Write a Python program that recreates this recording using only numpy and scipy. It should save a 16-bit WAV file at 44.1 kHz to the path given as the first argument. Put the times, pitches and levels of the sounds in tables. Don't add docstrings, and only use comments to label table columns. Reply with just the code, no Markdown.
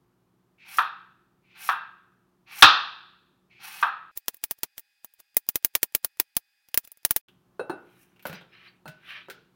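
import sys
import numpy as np
from scipy import signal
from scipy.fft import rfft, irfft, next_fast_len
from scipy.io import wavfile
from scipy.ndimage import map_coordinates

SR = 44100
rng = np.random.default_rng(int(sys.argv[2]) if len(sys.argv) > 2 else 0)


def put_to_file(sound):
    columns = np.atleast_2d(sound).T
    safe = np.clip(columns, -1, 1)
    whole_steps = np.round(safe * 32767)
    wavfile.write(sys.argv[1], SR, whole_steps.astype(np.int16))


N = 421155
TIME = np.arange(N) / SR
SPEED = 13.65

# t/s, level/dB, thump/dB, hardness/dB
BLADE_IMPACTS = [(0.7841, -16, 0.5, -2), (1.689, -19, -2.5, -5), (2.6228, -1.5, 9, 13.5),
                 (3.826, -17, -0.5, -8)]
# f/Hz, level/dB
KNOCK_SPECTRUM = [(30, -53), (110, -40.5), (220, -42.5), (400, -31.5), (570, -28.5), (800, -12.5),
                  (1000, -7.5), (1250, 0), (1750, -7.5), (2150, -24), (2600, -13), (2950, -22),
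                  (3550, -16.5), (4400, -29), (5600, -35), (7500, -51), (16000, -51)]
# f/Hz, level/dB, T60/s
BOARD_MODES = [(794, -5, .3), (926, -2, .3), (933, -4.5, 0.13), (1128, -1, 0.23), (1163, -3.5, .25),
               (1170, -6, 0.14), (1250, -3.5, 0.44), (1299, -4, 0.64), (1424, -7, 0.39), (1560, -6, 0.21),
               (1598, -9, 0.64), (1740, -15.5, .35), (2407, -13.5, .3), (2686, -15, 0.49),
               (3120, -15.5, 0.24), (3340, -17.5, 0.23), (3290, -12.5, 0.29), (3760, -16, .42),
               (4235, -18, .4)]
# f/Hz, level/dB, T60/s
COUNTER_MODES = [(68, -1.5, 0.16), (98.46, -2, 0.14), (120, -5, .13), (308, 0, 0.2)]
def chopping():
    out = np.zeros(N)
    for s, db, thump_db, hard_db in BLADE_IMPACTS:
        contact = impulse_response(0.97, direct_db=-5.5, scatter_db=-1.5, scatter_t60=.12, room_db=-3)
        body = unit_attack(colour(contact, lambda hz: along(KNOCK_SPECTRUM, hz)))
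        knock = body + amp(-12) * unit_attack(ring(BOARD_MODES, len(body)))
        knock = colour(knock, lambda hz: shelves(hz, thump_db, hard_db, low_hz=484, high_hz=2710))
        thump = amp(3 * thump_db - 56.5) * unit_attack(ring(COUNTER_MODES, len(body)))
        add(out, s, amp(db) * (unit_attack(knock) + thump))
    return out


# skin t/s, bite time/s, flesh t/s, sinking time/s, relative rasp/dB, tear/dB, fizz/dB
STROKES = [(0.578, 0.036, 0.63, 0.15, -54.5, -46, -38), (1.415, 0.19, 1.54, 0.11, -57, -45.5, -38.5),
           (2.455, 0.11, 2.462, .15, -47.5, -43, -35.5), (3.495, 0.028, 3.59, 0.06, -59, -45, -44)]
# f/Hz, level/dB
RASP_SPECTRUM = [(900, -32), (1800, -14), (2400, 0.5), (2750, -5), (3200, -15), (4500, -21), (7000, -35.5),
                 (12000, -51)]
TEAR_SPECTRUM = [(290, -52), (500, -21.5), (666, -19.5), (795, 1), (1020, -13), (1120, -3.5), (1490, -5.5),
                 (1610, -4.5), (1880, -2.5), (2560, 2), (2930, -4.5), (5930, -14.5), (7000, -26),
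                 (9100, -53.5), (15400, -120)]
FIZZ_SPECTRUM = [(3000, -33), (5500, 0), (7500, -6.5), (10000, 2), (16000, -0.5)]
def cutting():
    release_db_per_s = 329.5
    rasp = crackle(RASP_SPECTRUM, spiky_db=4.5, room_db=3.5)
    tear = crackle(TEAR_SPECTRUM, spiky_db=7, room_db=0.5)
    fizz = crackle(FIZZ_SPECTRUM, spiky_db=6, room_db=-5.5)
    out = np.zeros(N)
    for stroke, (knock_s, *_) in zip(STROKES, BLADE_IMPACTS):
        skin_s, bite_s, flesh_s, sink_s, rasp_db, tear_db, fizz_db = stroke
        bite = np.clip((TIME - skin_s) / bite_s, 0, 1)
        depth = np.clip((TIME - flesh_s) / sink_s, 0, 1)
        skin = amp(rasp_db) * bite * np.sqrt(1 - depth ** 2) * rasp
        flesh = amp(tear_db) * depth ** 0.8 * tear
        juice = amp(fizz_db - 3) * depth ** 2.1 * fizz
        juice *= 1 + np.exp(-((TIME - knock_s + 0.0096) / 0.004) ** 2)
        release = amp(-release_db_per_s * np.maximum(TIME - knock_s, 0))
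        out += (skin + flesh + juice) * release
    return out * amp(1.1 * wobble(knots_per_s=90))


# t/s, relative level/dB, thump/dB, relative crunch/dB
QUICK_CUTS = [(4.174, -22, -8.5, -46), (4.2825, -13.5, 4, -61), (4.3439, -37, -3, -60),
              (4.369, -46, -8, -65), (4.439, -16, -2.5, -56), (4.5102, -17, -2, -58),
              (4.5879, -47.5, 0, -66), (4.633, -15, 6, -62), (4.78, -28, 0, -57),
              (4.7947, -34.5, -2.5, -69.5), (5.0457, -31.5, -2, -65), (5.138, -47, -7, -85),
              (5.202, -41.5, 2, -53.5), (5.3677, -6, -5.5, -66), (5.4888, -9.5, -4.5, -61),
              (5.5568, -12.5, -1, -62), (5.6474, -8, -3.5, -59), (5.752, -9, 3.5, -55),
              (5.8308, -8, -1.5, -55), (5.9497, -9, -1.5, -57), (6.0465, -12.5, -0.5, -52),
              (6.1993, -7.5, 2.5, -57), (6.367, -10, 0, -69), (6.6866, -47.5, 2.5, -85),
              (6.7434, -15.5, 1.5, -78), (6.775, -7.5, -3.5, -66), (6.8504, -41.5, -3, -51.5),
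              (6.8748, -40, 1, -64), (6.9175, -35.5, -8, -85), (6.9726, -48.5, -1, -80),
              (7.05, -9.5, 0, -73), (7.1088, -7.5, -3.5, -56), (7.1631, -10, -4, -58)]
def quick_chopping():
    out = np.zeros(N)
    lead = np.arange(-SR // 50, 0) / SR
    for s, db, thump_db, crunch_db in QUICK_CUTS:
        touch_s = s - rng.uniform(0.011, 0.028)
        add(out, touch_s, amp(db - 47) * quick_knock(thump_db=5.5))
        crunch = rng.standard_normal(len(lead)) * amp(1370 * lead)
        add(out, s + lead[0], amp(crunch_db + 4.5) * crunch)
        add(out, s, amp(db) * quick_knock(thump_db))
    return out


# f/Hz, level/dB
QUICK_KNOCK_SPECTRUM = [(5, -15.5), (40, -11.5), (160, -11.5), (300, -12), (470, -11), (590, -13),
                        (690, -10.5), (790, -4), (850, -10), (915, -0.5), (1020, -11.5), (1100, 3),
                        (1150, -2.5), (1200, -13.5), (1260, -44.5)]
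def quick_knock(thump_db):
    def gain_db(hz):
        thump = shelves(hz / SPEED, thump_db, 0, low_hz=543, high_hz=2100)
        return along(QUICK_KNOCK_SPECTRUM, hz / SPEED) + thump
    contact = impulse_response(SPEED, direct_db=0.5, scatter_db=2.5, scatter_t60=0.14, room_db=6)
    return amp(-2.5) * unit_attack(colour(contact, gain_db), SPEED)


# t/s, level/dB, cavity f/Hz, bass/dB, wet slap/dB, glass ring/dB
LANDINGS = [(7.284, -59.5, 3090, -17, 19, -26), (7.594, -29, 484, -5, -9.5, -16.5),
            (7.696, -28.5, 336, -3.5, -6.5, -15.5), (8.161, -66, 2630, 0, 17, -37),
            (8.194, -59, 2500, 0, 22, -30), (8.225, -57.5, 12700, -12, 30, -34),
            (8.253, -32.5, 490, 4, 10, -19), (8.267, -41, 12400, -8, 29, -33),
            (8.296, -40.5, 155, 14, 15, -24), (8.328, -42, 170, 3, 13.5, -39),
            (8.411, -55, 3540, 6, 5, -34), (8.856, -44, 178.4, 4, 3, -4.5),
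            (8.878, -42, 158, 12, 19.5, -14), (9.284, -45, 437, -7, -1, -29),
            (9.299, -41, 1400, -17, 35, -37)]
# f/Hz, level/dB
THUD_SPECTRUM = [(30, -33), (90, -13), (170, -6.5), (300, -5), (480, -5.5), (900, -4), (1100, -11),
                 (1450, -3), (1900, -20), (3500, -27.5), (7000, -38.5), (10000, -39.5), (16000, -34.5)]
# f/Hz, level/dB, T60/s
BOWL_MODES = [(626, -0.5, 0.26), (1440, -3.5, 0.43), (1500, -0.5, 0.43), (2600, -1.5, 0.11),
              (2670, -5.5, 0.27), (3870, -12, 0.15), (4160, -16, 0.16), (4240, -1, 0.049), (9060, -6, 0.12)]
def dropping():
    out = np.zeros(N)
    for s, db, cavity_hz, bass_db, slap_db, glass_db in LANDINGS:
        def gain_db(hz):
            cavity = 13 * np.exp(-(np.log((hz + 1) / cavity_hz) / 0.22) ** 2)
            tilt = shelves(hz, bass_db, slap_db, low_hz=194, high_hz=1650)
            return along(THUD_SPECTRUM, hz) + cavity + tilt
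        contact = impulse_response(0.96, direct_db=3, scatter_db=9.5, scatter_t60=0.095, room_db=1.5)
        thud = unit_attack(colour(contact, gain_db))
        glass = amp(glass_db) * unit_attack(ring(BOWL_MODES, len(thud)))
        add(out, s, amp(db) * (thud + glass))
    return out


# peak t/s, rise/s, fall/s, rub/dB, squelch/dB
PUSHES = [(7.96, 0.28, 0.34, -67, -73.5), (8.03, 0.06, 0.033, -75, -62), (8.35, 0.056, 0.095, -46.5, -81),
          (8.535, 0.023, 0.19, -55.5, -90), (8.67, 0.075, 0.056, -52, -76), (9.105, 0.069, 0.088, -42, -62),
          (9.165, 0.075, 0.097, -43.5, -89)]
# f/Hz, level/dB
RUB_SPECTRUM = [(410, -35), (700, -16.5), (885, -21), (1330, -6), (2580, -3.5), (2890, -6), (3840, -13),
                (6010, -32), (7150, -58), (8000, -47), (10400, -77), (17600, -120)]
def sliding():
    swell_db = 18
    rub = unit(crackle(RUB_SPECTRUM, spiky_db=10, room_db=4.5) + amp(-7) * squeaks(count=500))
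    squelch = crackle(FIZZ_SPECTRUM, spiky_db=5, room_db=-9)
    out = np.zeros(N)
    for s, rise_s, fall_s, rub_db, squelch_db in PUSHES:
        push = amp(-swell_db * np.maximum((s - TIME) / rise_s, (TIME - s) / fall_s))
        out += push * (amp(rub_db) * rub + amp(squelch_db) * squelch)
    return out


def squeaks(count, centre_hz=2886, t60=0.033):
    out, t = np.zeros(N), np.arange(SR // 20) / SR
    for when, (pitch, size) in zip(rng.random(count), np.clip(rng.standard_normal((count, 2)), -2, 2)):
        hz = centre_hz * np.exp(0.35 * pitch)
        chirp = np.sin(2 * np.pi * hz * t * (1 + 3 * t))
        envelope = amp(2.4 * size - 60 * t / t60) * (1 - np.exp(-t / 0.0014))
        add(out, when * N / SR, chirp * envelope)
    return unit(out + amp(-2.5) * signal.fftconvolve(out, reverberation())[:N])


def crackle(spectrum, spiky_db, room_db):
    sizes = amp(spiky_db * np.minimum(rng.standard_normal(N // 16 + 1), 2))
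    grains = np.repeat(sizes, 16)[:N] * rng.standard_normal(N)
    grains += amp(room_db) * signal.fftconvolve(grains, reverberation())[:N]
    return unit(colour(grains, lambda hz: along(spectrum, hz)))


def ring(modes, size):
    t = np.arange(size) / SR
    out = np.zeros(size)
    for hz, db, t60 in modes:
        envelope = amp(db + rng.normal(0, 2.5) - 60 * t / t60)
        out += envelope * np.sin(2 * np.pi * (hz * t + rng.random()))
    return out * (1 - np.exp(-t / 0.0056))


# delay t/s, level/dB
REFLECTIONS = [(.0021, -9), (.0063, -3.5), (.0088, -9)]
def impulse_response(speed, direct_db, scatter_db, scatter_t60, room_db):
    x = amp(room_db) * reverberation(speed)
    t = np.arange(len(x)) / SR * speed
    scatter = rng.standard_normal(len(x)) * amp(-60 * t / scatter_t60)
    x += amp(scatter_db) * scatter / np.linalg.norm(scatter)
    x *= 1 - np.exp(-t / 0.001)
    for delay, db in [(0.0012, direct_db)] + REFLECTIONS:
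        x[round(delay * SR / speed)] += amp(db)
    return x


# f/Hz, T60/s
KITCHEN_T60 = [(60, 0.4), (250, 0.38), (600, .38), (1400, 0.4), (3300, 0.4), (4400, 0.42), (5800, 0.3),
               (8000, 0.17), (16000, 0.1)]
def reverberation(speed=1):
    hz, t, noise = signal.stft(rng.standard_normal(int(SR / speed)), SR, nperseg=128)
    age = t * speed / along(KITCHEN_T60, hz / speed)[:, None]
    decay = np.hypot(amp(-60 * age), amp(-12 - 33.5 * age))
    x = signal.istft(noise * decay, SR)[1]
    return x / np.linalg.norm(x)


# f/Hz, level/dB
AIR_SPECTRUM = [(15, -46), (45, -11.5), (80, -14.5), (135, -1.5), (210, -8), (270, -11), (360, -6.5),
                (500, -18), (1150, -16), (2000, -27.5), (4500, -32.5), (8000, -36.5), (16000, -35)]
QUICK_AIR_SPECTRUM = [(60, -31), (600, -29.5), (800, -21), (1150, -25.5), (1800, -8), (2200, -15),
                      (2500, -9.5), (2900, -16.5), (4300, -16.5), (4950, -12.5), (5900, -23),
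                      (16000, -23.5)]
# f/Hz, relative level/dB
HUM_PARTIALS = [(60, -92.5), (120, -84), (184, -77.5), (256, -85.5), (356, -81)]
def room_tone(spectrum, air_db, hum_db, speed=1):
    air = unit(colour(rng.standard_normal(N), lambda hz: along(spectrum, hz)))
    hum = sum(amp(db) * np.sqrt(2) * np.sin(2 * np.pi * (hz * speed * TIME + rng.random()))
              for hz, db in HUM_PARTIALS)
    return amp(air_db) * air + amp(hum_db) * hum


def colour(x, db_of_hz):
    m = 2 * next_fast_len(len(x) // 2 + 2048)
    cepstrum = irfft(np.log(amp(db_of_hz(np.fft.rfftfreq(m, 1 / SR))) + 1e-6))
    cepstrum[1:m // 2] *= 2
    cepstrum[m // 2 + 1:] = 0
    return irfft(rfft(x, m) * np.exp(rfft(cepstrum)), m)[:len(x)]


def shelves(hz, low_db, high_db, low_hz, high_hz):
    return low_db / (1 + (hz / low_hz) ** 4) + high_db / (1 + (high_hz / (hz + 1)) ** 6)


def along(points, hz):
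    f, v = np.transpose(points)
    return np.interp(np.log(hz + 1), np.log(f + 1), v)


def wobble(knots_per_s):
    return map_coordinates(rng.standard_normal(int(N * knots_per_s / SR) + 4), [TIME * knots_per_s])


def amp(db):
    return 10 ** (np.asarray(db) / 20)


def unit(x):
    return x / np.sqrt(np.mean(x ** 2) + 1e-20)


def unit_attack(x, speed=1):
    return x / np.sqrt(np.mean(x[:int(.02 * SR / speed)] ** 2))


def add(track, s, sound):
    part = track[round(s * SR):][:len(sound)]
    part += sound[:len(part)]


def scene():
    fast_from_s, fast_to_s, resume_s = 4.113, 7.213, 7.281
    slow = cutting() + chopping() + room_tone(AIR_SPECTRUM, air_db=-71, hum_db=2)
    fast = quick_chopping() + room_tone(QUICK_AIR_SPECTRUM, air_db=-75, hum_db=-2.5, speed=SPEED)
    gather = dropping() + sliding() + room_tone(AIR_SPECTRUM, air_db=-68.5, hum_db=5)
    return np.select([TIME < fast_from_s, TIME < fast_to_s, TIME > resume_s], [slow, fast, gather])[None]


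def record(dry):
    cutoff_hz = 16300
    clipped = np.clip(dry, -1, 1)
    hz = np.fft.rfftfreq(2 * N, 1 / SR)
    return irfft(rfft(clipped, 2 * N) / np.sqrt(1 + (hz / cutoff_hz) ** 160))[:, :N]


dry = scene()
out = record(dry)
put_to_file(out)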